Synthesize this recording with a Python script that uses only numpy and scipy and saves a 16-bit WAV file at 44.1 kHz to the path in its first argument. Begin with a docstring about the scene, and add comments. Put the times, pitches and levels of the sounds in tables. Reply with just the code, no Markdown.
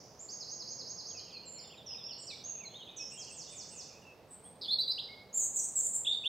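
"""Songbirds in a leafy wood

One bird trills some way off and fainter voices warble behind it; then a close bird chirps, buzzes and whistles.
Every note is a gliding sine with two faint overtones; quick pitch swings make the buzzes.
Random echoes stand for the trunks and leaves that scatter the notes into a tail.
Filtered noise makes a soft steady hush, and a high sine the camera's thin whine."""
import sys
import numpy as np
from scipy import signal
from scipy.fft import rfft, irfft
from scipy.io import wavfile
from scipy.ndimage import uniform_filter1d

SR = 44100
rng = np.random.default_rng(int(sys.argv[2]) if len(sys.argv) > 2 else 0)


def inscribe(sig):
    """Save sig as 16-bit PCM at rate SR to the path in sys.argv[1].

    A 1-D sig is mono; a 2-D sig holds one channel per row.
    Samples are clipped to [-1, 1] before scaling.
    """
    pcm = np.round(np.clip(np.atleast_2d(sig).T, -1, 1) * 32767)
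    wavfile.write(sys.argv[1], SR, pcm.astype(np.int16))


N = 276948
TIME = np.arange(N) / SR  # s

# Note levels are source levels, ahead of fades, filtering, echoes and mix gains.
# Spectra list relative density; noise() evens out their overall level.

# Colour of the far hush: hz, density_db
HUSH_SPECTRUM = [(25, -25), (50, -10), (80, -4), (125, 0), (200, -1.5), (330, -5), (490, -0.5), (780, -5.5),
                 (1000, -9), (1400, -17), (2000, -22.5), (4000, -48)]
# Colour of the fine hiss: hz, density_db
HISS_SPECTRUM = [(1000, -12), (2000, 0), (3000, -2), (4500, -1.5), (7000, -10.5), (11000, -13.5),
                 (15500, -11.5)]
# How alike left and right are in the noises: hz, likeness (0 to 1)
STEREO_LIKENESS = [(50, 0.94), (600, .95), (1500, 0.76), (4000, 0.66), (12000, .65)]
# Base ring time of the wood, scaled for each source by linger: hz, t60_s
WOOD_RING = [(2000, 0.52), (3500, 0.72), (5500, 0.97), (7000, 0.81), (9000, 0.74), (15000, 0.37)]
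# Colour of an earlier trill's echo: hz, density_db
ECHO_SPECTRUM = [(3500, -47), (4700, -0.5), (5800, 2), (6900, -7), (7800, -40)]

# The fainter warbling's figures, one row a note; a high bend glides early, then holds:
# after_start_s, length_s, first_pitch_hz, last_pitch_hz, bend, level_db
STEP_DOWN_FIGURE = [(0, .03, 3840, 3050, 2.1, -62.5), (.04, 0.0604, 2790, 2414, 2.2, -60.5)]
TWIRL_FIGURE = [(0, 0.033, 2650, 3350, .3, -56.5), (.027, 0.029, 3180, 2420, 1.57, -57.5),
                (.072, .06, 3980, 3480, 4.5, -54)]
FLICK_FIGURE = [(0.011, 0.0384, 3100, 3850, 1.98, -48.5)]
TOOT_FIGURE = [(0.00076, 0.069, 2140, 2180, 1.3, -54.5)]
# Single slurs among them: start_s, length_s, first_pitch_hz, last_pitch_hz, level_db
SINGLE_SLURS = [(1.637, 0.057, 3640, 3490, -58.5), (2.083, 0.046, 3600, 2700, -53.5),
                (2.301, 0.043, 2660, 2183, -53.5), (2.589, 0.076, 2930, 2087, -57),
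                (2.649, 0.038, 4350, 4010, -48), (2.779, 0.061, 3410, 2910, -54),
                (2.993, 0.043, 2530, 2530, -51.5), (3.114, 0.066, 2630, 2900, -57),
                (3.173, 0.043, 3140, 3266, -52.5), (3.272, 0.056, 3000, 2580, -57),
                (3.467, 0.11, 3456, 3585, -56), (3.95, 0.043, 2475, 2590, -64),
                (4.013, 0.13, 2830, 2574, -60), (4.442, 0.045, 3080, 3480, -66.5)]

# The two trill syllables, an arch and a swoop: after_start_s, pitch_hz, relative_level_db
ARCH_SYLLABLE = [(0, 3950, -25), (.012, 4700, 0.5), (.028, 6000, -6.5), (.045, 6480, -1), (.07, 6620, -3),
                 (.083, 6550, -47), (.118, 5800, -17), (.128, 5170, 1.5), (.157, 3880, -7)]
SWOOP_SYLLABLE = [(0, 6200, -6), (.015, 7870, -13), (.035, 8117, -9.5), (.055, 8120, -12.5),
                  (.075, 7420, -7.5), (.1, 6350, -2), (.122, 5280, -1), (.143, 4030, -8.5)]
# When each syllable is sung: start_s, level_db
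ARCH_TIMES = [(.281, -43), (.474, -43), (.666, -43), (.857, -43.5), (1.047, -44)]
SWOOP_TIMES = [(3.098, -45), (3.288, -45), (3.485, -45), (3.683, -45.5)]
# The trilling bird's notes that slide onto a pitch, most holding it, a few just quick upward flicks:
# start_s, length_s, first_pitch_hz, target_pitch_hz, level_db
SLIDING_NOTES = [(0.19, 0.032, 6200, 7570, -48.5), (1.323, 0.058, 5100, 4150, -48.5),
                 (1.451, 0.12, 7750, 7220, -50.5), (1.541, 0.036, 4280, 4290, -54.5),
                 (2.18, 0.04, 6900, 8340, -56), (2.962, 0.011, 5400, 8250, -55),
                 (1.858, 0.091, 6400, 5060, -45), (2.031, 0.054, 4750, 5574, -44),
                 (2.437, 0.0368, 5850, 6720, -43.5), (2.478, 0.044, 6580, 6480, -40),
                 (2.965, 0.072, 7000, 5330, -43)]
# Its downslurs: start_s, first_pitch_hz, last_pitch_hz, level_db
FALLING_NOTES = [(0.222, 7480, 6670, -51), (1.582, 5790, 4460, -49), (2.105, 5850, 4120, -47.5),
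                 (2.207, 8400, 6880, -51), (2.264, 6300, 3350, -46)]

# The close bird's chirps, a clear note that breaks into a rough climb:
# start_s, length_s, pitch_hz, level_db, climb_length_s, climb_top_hz, climb_level_db
CHIRP_NOTES = [(4.678, 0.033, 3565, -33, 0.052, 4400, -30.5), (4.783, .028, 4030, -25.5, .03, 4684, -33.5),
               (4.874, .038, 4057, -29.5, 0.029, 4985, -35)]
# Its rasps: start_s, length_s, first_pitch_hz, last_pitch_hz, level_db, pitch_swing_hz
RASP_NOTES = [(4.611, 0.061, 4710, 3470, -41.5, 600), (6.12, 0.031, 4450, 4380, -51.5, 107)]
# Its upsweeps, all from one low foot: start_s, length_s, top_hz, level_db
UPSWEEP_NOTES = [(4.976, .03, 4250, -35.5), (6.053, 0.023, 3470, -38.5), (6.234, 0.034, 3300, -34.5)]
# Its whistles, all sliding onto one pitch: start_s, length_s, level_db
WHISTLE_NOTES = [(6.047, 0.03, -37), (6.066, 0.0946, -25.5), (6.257, 0.071, -26.5)]
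# Lower voice of its buzzes, squeaks that mostly fall:
# start_s, length_s, first_pitch_hz, last_pitch_hz, level_db
SQUEAK_NOTES = [(5.327, 0.025, 6570, 6760, -51.5), (5.338, 0.052, 7280, 7230, -37),
                (5.36, 0.091, 7340, 6490, -35.5), (5.539, .026, 7280, 7250, -39.5),
                (5.558, 0.023, 8400, 6390, -33), (5.589, 0.015, 6030, 5960, -41.5),
                (5.752, 0.048, 7974, 7210, -32.5), (5.801, 0.012, 6830, 6720, -38),
                (5.826, 0.056, 7640, 7080, -37.5), (5.929, 0.049, 7670, 7280, -36)]
# Upper voice, a rattle about a steady pitch: start_s, length_s, pitch_hz, level_db, pitch_swing_hz
RATTLE_NOTES = [(4.278, .04, 8250, -73, 150), (4.302, 0.053, 8260, -55, 454),
                (4.429, 0.071, 8500, -57.5, 220), (5.384, 0.095, 7700, -40.5, 640),
                (5.573, 0.11, 7520, -40, 1160), (5.788, 0.13, 7980, -43.5, 960),
                (5.94, 0.032, 8470, -42, 600)]

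HUSH_DB, HISS_DB = -58.5, -70
WHINE_HZ, WHINE_DB = 14605, -86
EDGE_HZ = 15850  # top of the camera's band
SETTLE_S = 0.019  # time constant of the slide onto a pitch
FALL_HZ_PER_S = 50000  # average speed of every downslur
SCOOP_HZ = 176  # a chirp starts this much flat
BREAK_SHARE, STEP_HZ = 0.67, 286  # the climb starts at this share of the note, this much higher
FOOT_HZ = 2403
WHISTLE_FROM_HZ, WHISTLE_HZ = 3250, 3633
SQUEAK_SWING_HZ, SQUEAK_SWINGS_PER_S = 231, 221
RATTLE_SWINGS_PER_S = 156


def amp(db):
    """Decibels to gain."""
    return 10 ** (np.asarray(db) / 20)


def evened(x):
    """Scales to rms 1."""
    return x / np.sqrt(np.mean(x ** 2) + 1e-20)


def read(points, hz):
    """Reads a spectrum on a log-frequency axis."""
    f, value = np.transpose(points)
    return np.interp(np.log(hz + 1), np.log(f), value)


def add(mix, start_s, sound):
    """Mixes a sound in at its start time."""
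    part = mix[max(round(start_s * SR), 0):][:len(sound)]
    part += sound[:len(part)]


def drift(size, rate):
    """Random wander: unit normal values, rate of them a second, joined by straight lines."""
    knots = rng.standard_normal(256)
    return np.interp(np.arange(size) * rate / SR, np.arange(len(knots)), knots)


def placed(x, right_db):
    """Leans a sound to the right by a level difference between the channels."""
    return x * amp([[-right_db / 2], [right_db / 2]])


def noise(spectrum):
    """Steady coloured noise, most alike in the two channels at low pitch."""
    hz = np.fft.rfftfreq(N, 1 / SR)
    mid, side = rfft(rng.standard_normal((2, N))) * amp(read(spectrum, hz))
    same = np.clip(read(STEREO_LIKENESS, hz), 0, 1)
    side = side * np.sqrt((1 - same) / (1 + same))
    left_right = np.array([mid + side, mid - side])
    return evened(irfft(left_right, N))


def wood(x, early_db, early_s, tail_db, right_db, linger, spread=.25):
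    """Nearby leaves and ground scatter a note at once; far trunks build a tail, stretched by linger."""
    t = TIME[:SR]
    # sparse random echoes, about 2500 a second: (early, tail) x (mid, side)
    taps = rng.standard_normal((2, 2, SR)) * (rng.random((2, 2, SR)) < 2500 / SR)
    early = taps[0] * np.exp(-t / early_s) * (t > .002)

    # each frequency of the tail dies away at its own speed
    hz, at, bands = signal.stft(taps[1], SR, nperseg=256)
    t60 = linger * read(WOOD_RING, hz)[:, None]
    tail = signal.istft(bands * amp(-60 * at / t60), SR, nperseg=256)[1][:, :SR]
    tail = tail * -np.expm1(-t / 0.025)  # builds up gradually

    early = amp(early_db) * early / np.linalg.norm(early[0])
    tail = amp(tail_db) * tail / np.linalg.norm(tail[0])
    mid, side = signal.fftconvolve(x[None], early + tail, axes=1)[:, :N]
    return placed(x + mid + spread * np.array([side, -side]), right_db)


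def syrinx(hz, level, wobble, overtone_db):
    """A nearly pure whistle, slightly unsteady, with two faint overtones."""
    phase = 2 * np.pi * np.cumsum(hz * (1 + wobble * drift(len(hz), 403.6))) / SR
    overtones = sum(np.sin(k * phase) * (k * hz < SR / 2) for k in (2, 3))
    return np.sqrt(2) * level * (np.sin(phase) + amp(overtone_db) * overtones)


def song(rows, soft, wobble, overtone_db, throb_db_per_khz=6, fade_db=0):
    """Each note glides between two pitches; a buzzy one also swings quickly and unevenly about its glide."""
    out = np.zeros(N)
    for start_s, length, first_hz, last_hz, bend, db, *buzz in rows:
        u = np.linspace(0, 1, int(length * SR))  # progress through the note
        glide = np.expm1(-bend * u) / np.expm1(-bend)
        hz = first_hz + (last_hz - first_hz) * glide
        level = amp(db + fade_db * u) * signal.windows.tukey(len(u), min(soft, 1))
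        if buzz:
            swing_hz, rate = buzz
            turn = 2 * np.pi * np.cumsum(rate * (1 + 0.238 * drift(len(u), 150))) / SR
            hz = hz + swing_hz * np.sin(turn)
            # each swing is loudest on its way down, so a wide buzz breaks into pulses
            throb_db = -throb_db_per_khz * swing_hz / 1000 * np.cos(turn)
            level = level * evened(amp(throb_db))
        add(out, start_s, syrinx(hz, level, wobble, overtone_db))
    return out


def background():
    """The far hush of the wood and a fine hiss, both shaped noise, with the camera's whine as a sine."""
    hush = amp(HUSH_DB + 0.11 * drift(N, 3)) * noise(HUSH_SPECTRUM)
    hiss = amp(HISS_DB) * noise(HISS_SPECTRUM)
    whine = amp(WHINE_DB) * np.sqrt(2) * np.sin(2 * np.pi * WHINE_HZ * TIME)
    return placed(hush, right_db=2.5) + placed(hiss + whine, right_db=0.0)


def earlier_echo(level_db=-57, fall_db=45):
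    """The last of an earlier trill dies away among the trees: noise falling by fall_db a second."""
    return placed(amp(level_db - fall_db * TIME) * noise(ECHO_SPECTRUM), right_db=3.5)


def far_chatter(start_s=1.1, end_s=3.9, level_db=-68, count=42):
    """Random short slurs from deep in the wood follow one another, blurred into a murmur."""
    when, length, pitch, slide, size = rng.random((count, 5)).T
    starts = start_s + (end_s - start_s) * (np.arange(count) + when) / count
    lengths = 0.031 + 0.0355 * length
    first_hz = 2600 + 850 * pitch
    last_hz = first_hz * np.where(slide < .5, .82, 1.15)  # down or up
    rows = np.transpose([starts, lengths, first_hz, last_hz, np.ones(count), level_db - 5 * size])
    slurs = song(rows, soft=0.52, wobble=.03, overtone_db=-59)
    return wood(slurs, early_db=0.5, early_s=0.022, tail_db=3.5, right_db=1.5, linger=1.3)


def repeated(figure, start_s, period_s, count, step_db=0):
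    """The notes of a figure sung several times at an even pace, changing by step_db each time."""
    return [(start_s + k * period_s + after_s, *glide, db + k * step_db)
            for k in range(count) for after_s, *glide, db in figure]


def warbling_voices(slur_bend=0.76):
    """Short gliding figures sung two or three times, among single slurs."""
    notes = [(s, length, first, last, slur_bend, db) for s, length, first, last, db in SINGLE_SLURS]
    notes += repeated(STEP_DOWN_FIGURE, start_s=1.1, period_s=.203, count=2, step_db=2.0)
    notes += repeated(TWIRL_FIGURE, start_s=1.698, period_s=.204, count=2)
    notes += repeated(FLICK_FIGURE, start_s=2.727, period_s=0.067, count=3, step_db=-0.6)
    toots = repeated(TOOT_FIGURE, start_s=5.082, period_s=.086, count=2, step_db=-7)
    warble = song(notes, soft=0.29, wobble=0.019, overtone_db=-48)
    return warble + song(toots, soft=0.29, wobble=0.0073, overtone_db=-40)


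def trill(syllable, rows):
    """One syllable sung over and over, its pitch and level following a drawn curve."""
    at, hz, db = np.transpose(syllable)
    t, out = np.arange(0, at[-1], 1 / SR), np.zeros(N)
    pitch = uniform_filter1d(np.interp(t, at, hz), size=300, mode="nearest")  # rounds the corners
    level = amp(np.interp(t, at, db)) * signal.windows.tukey(len(t), .05)
    for start_s, level_db in rows:
        add(out, start_s, syrinx(pitch, level * amp(level_db), wobble=0.0059, overtone_db=-40))
    return out


def trilling_bird(fall_bend=0.67):
    """Two trills; around them, swelling notes that slide onto a pitch or flick up, and quick downslurs."""
    slides = [(s, length, first, target, length / SETTLE_S, db)
              for s, length, first, target, db in SLIDING_NOTES]
    falls = [(s, (first - last) / FALL_HZ_PER_S, first, last, fall_bend, db)
             for s, first, last, db in FALLING_NOTES]
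    trills = trill(ARCH_SYLLABLE, ARCH_TIMES) + trill(SWOOP_SYLLABLE, SWOOP_TIMES)
    sliding = amp(-2) * song(slides, soft=0.26, wobble=0.0054, overtone_db=-45, fade_db=3.0)
    downslurs = song(falls, soft=0.32, wobble=.005, overtone_db=-41)
    return trills + sliding + downslurs


def chirping(clear_swing_hz=60, rough_swing_hz=170, swings_per_s=150):
    """The close bird's low register: two lone rasps, stepped chirps, upsweeps and fading whistles."""
    notes = [(s, length, FOOT_HZ, top, .6, db) for s, length, top, db in UPSWEEP_NOTES]
    for s, length, hz, db, climb_s, top, climb_db in CHIRP_NOTES:
        clear = (s, length, hz - SCOOP_HZ, hz, 2.5, db, clear_swing_hz, swings_per_s)
        break_s = s + BREAK_SHARE * length
        climb = (break_s, climb_s, hz + STEP_HZ, top, 1.3, climb_db, rough_swing_hz, swings_per_s)
        notes += [clear, climb]
    rasps = [(s, length, first, last, .3, db, swing, swings_per_s)
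             for s, length, first, last, db, swing in RASP_NOTES]
    whistles = [(s, length, WHISTLE_FROM_HZ, WHISTLE_HZ, 8, db, clear_swing_hz, swings_per_s)
                for s, length, db in WHISTLE_NOTES]
    return (song(notes, soft=0.51, wobble=0.0079, overtone_db=-39)
            + song(rasps, soft=0.21, wobble=0.017, overtone_db=-38)
            + song(whistles, soft=0.083, wobble=0.016, overtone_db=-44, fade_db=-6))


def beak(x, low_hz):
    """A small beak radiates low pitches poorly: two equal high-pass stages in a row."""
    stage = signal.butter(N=2, Wn=low_hz, btype="high", fs=SR, output="sos")
    return signal.sosfilt(stage.repeat(2, axis=0), x)


def buzzing():
    """The close bird's high register: the two sides of its syrinx squeak and rattle, often at once."""
    squeaks = [(s, length, first, last, 1.1, db, SQUEAK_SWING_HZ, SQUEAK_SWINGS_PER_S)
               for s, length, first, last, db in SQUEAK_NOTES]
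    rattles = [(s, length, hz, hz, 1, db, swing, RATTLE_SWINGS_PER_S)
               for s, length, hz, db, swing in RATTLE_NOTES]
    return (song(squeaks, soft=0.34, wobble=0.0095, overtone_db=-38, throb_db_per_khz=14)
            + song(rattles, soft=0.43, wobble=.01, overtone_db=-38, throb_db_per_khz=7.5))


def fizz(x, fizz_db=-21):
    """A faint wide fizz rides on the high buzzy notes: noise that follows their level."""
    level = np.sqrt(abs(uniform_filter1d(x[0] ** 2, size=400)))
    colour = [(1000, -15.5), (4000, -7.5), (9500, 0), (11500, 3), (15500, -3.5)]  # hz, density_db
    return amp(fizz_db) * level * noise(colour)


def scene():
    """Birds at several distances, each with its own echoes, over the background."""
    warblers = amp(-2.23) * wood(warbling_voices(), early_db=-6, early_s=0.013, tail_db=-6, right_db=2,
                                 linger=0.98)
    triller = amp(-1.75) * wood(trilling_bird(), early_db=-2, early_s=0.037, tail_db=-3.0, right_db=3.5,
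                                linger=0.84)
    chirps = beak(chirping(), low_hz=3190)
    chirper = amp(1.0) * wood(chirps, early_db=-3.5, early_s=0.033, tail_db=-8.5, right_db=1.4, linger=0.79)
    buzzer = amp(0.43) * wood(buzzing(), early_db=0.5, early_s=0.037, tail_db=-7.5, right_db=1.2, linger=0.68)
    distance = background() + earlier_echo() + far_chatter()
    return distance + warblers + triller + chirper + buzzer + fizz(buzzer)


def record(dry):
    """The camera's band limit, a steep low-pass, with very short fades at both ends."""
    low_pass = signal.firwin(511, EDGE_HZ, window=("kaiser", 9), fs=SR)
    ends = signal.windows.tukey(N, .001)
    return signal.oaconvolve(dry * ends, low_pass[None], "same")


dry = scene()
out = record(dry)
inscribe(out)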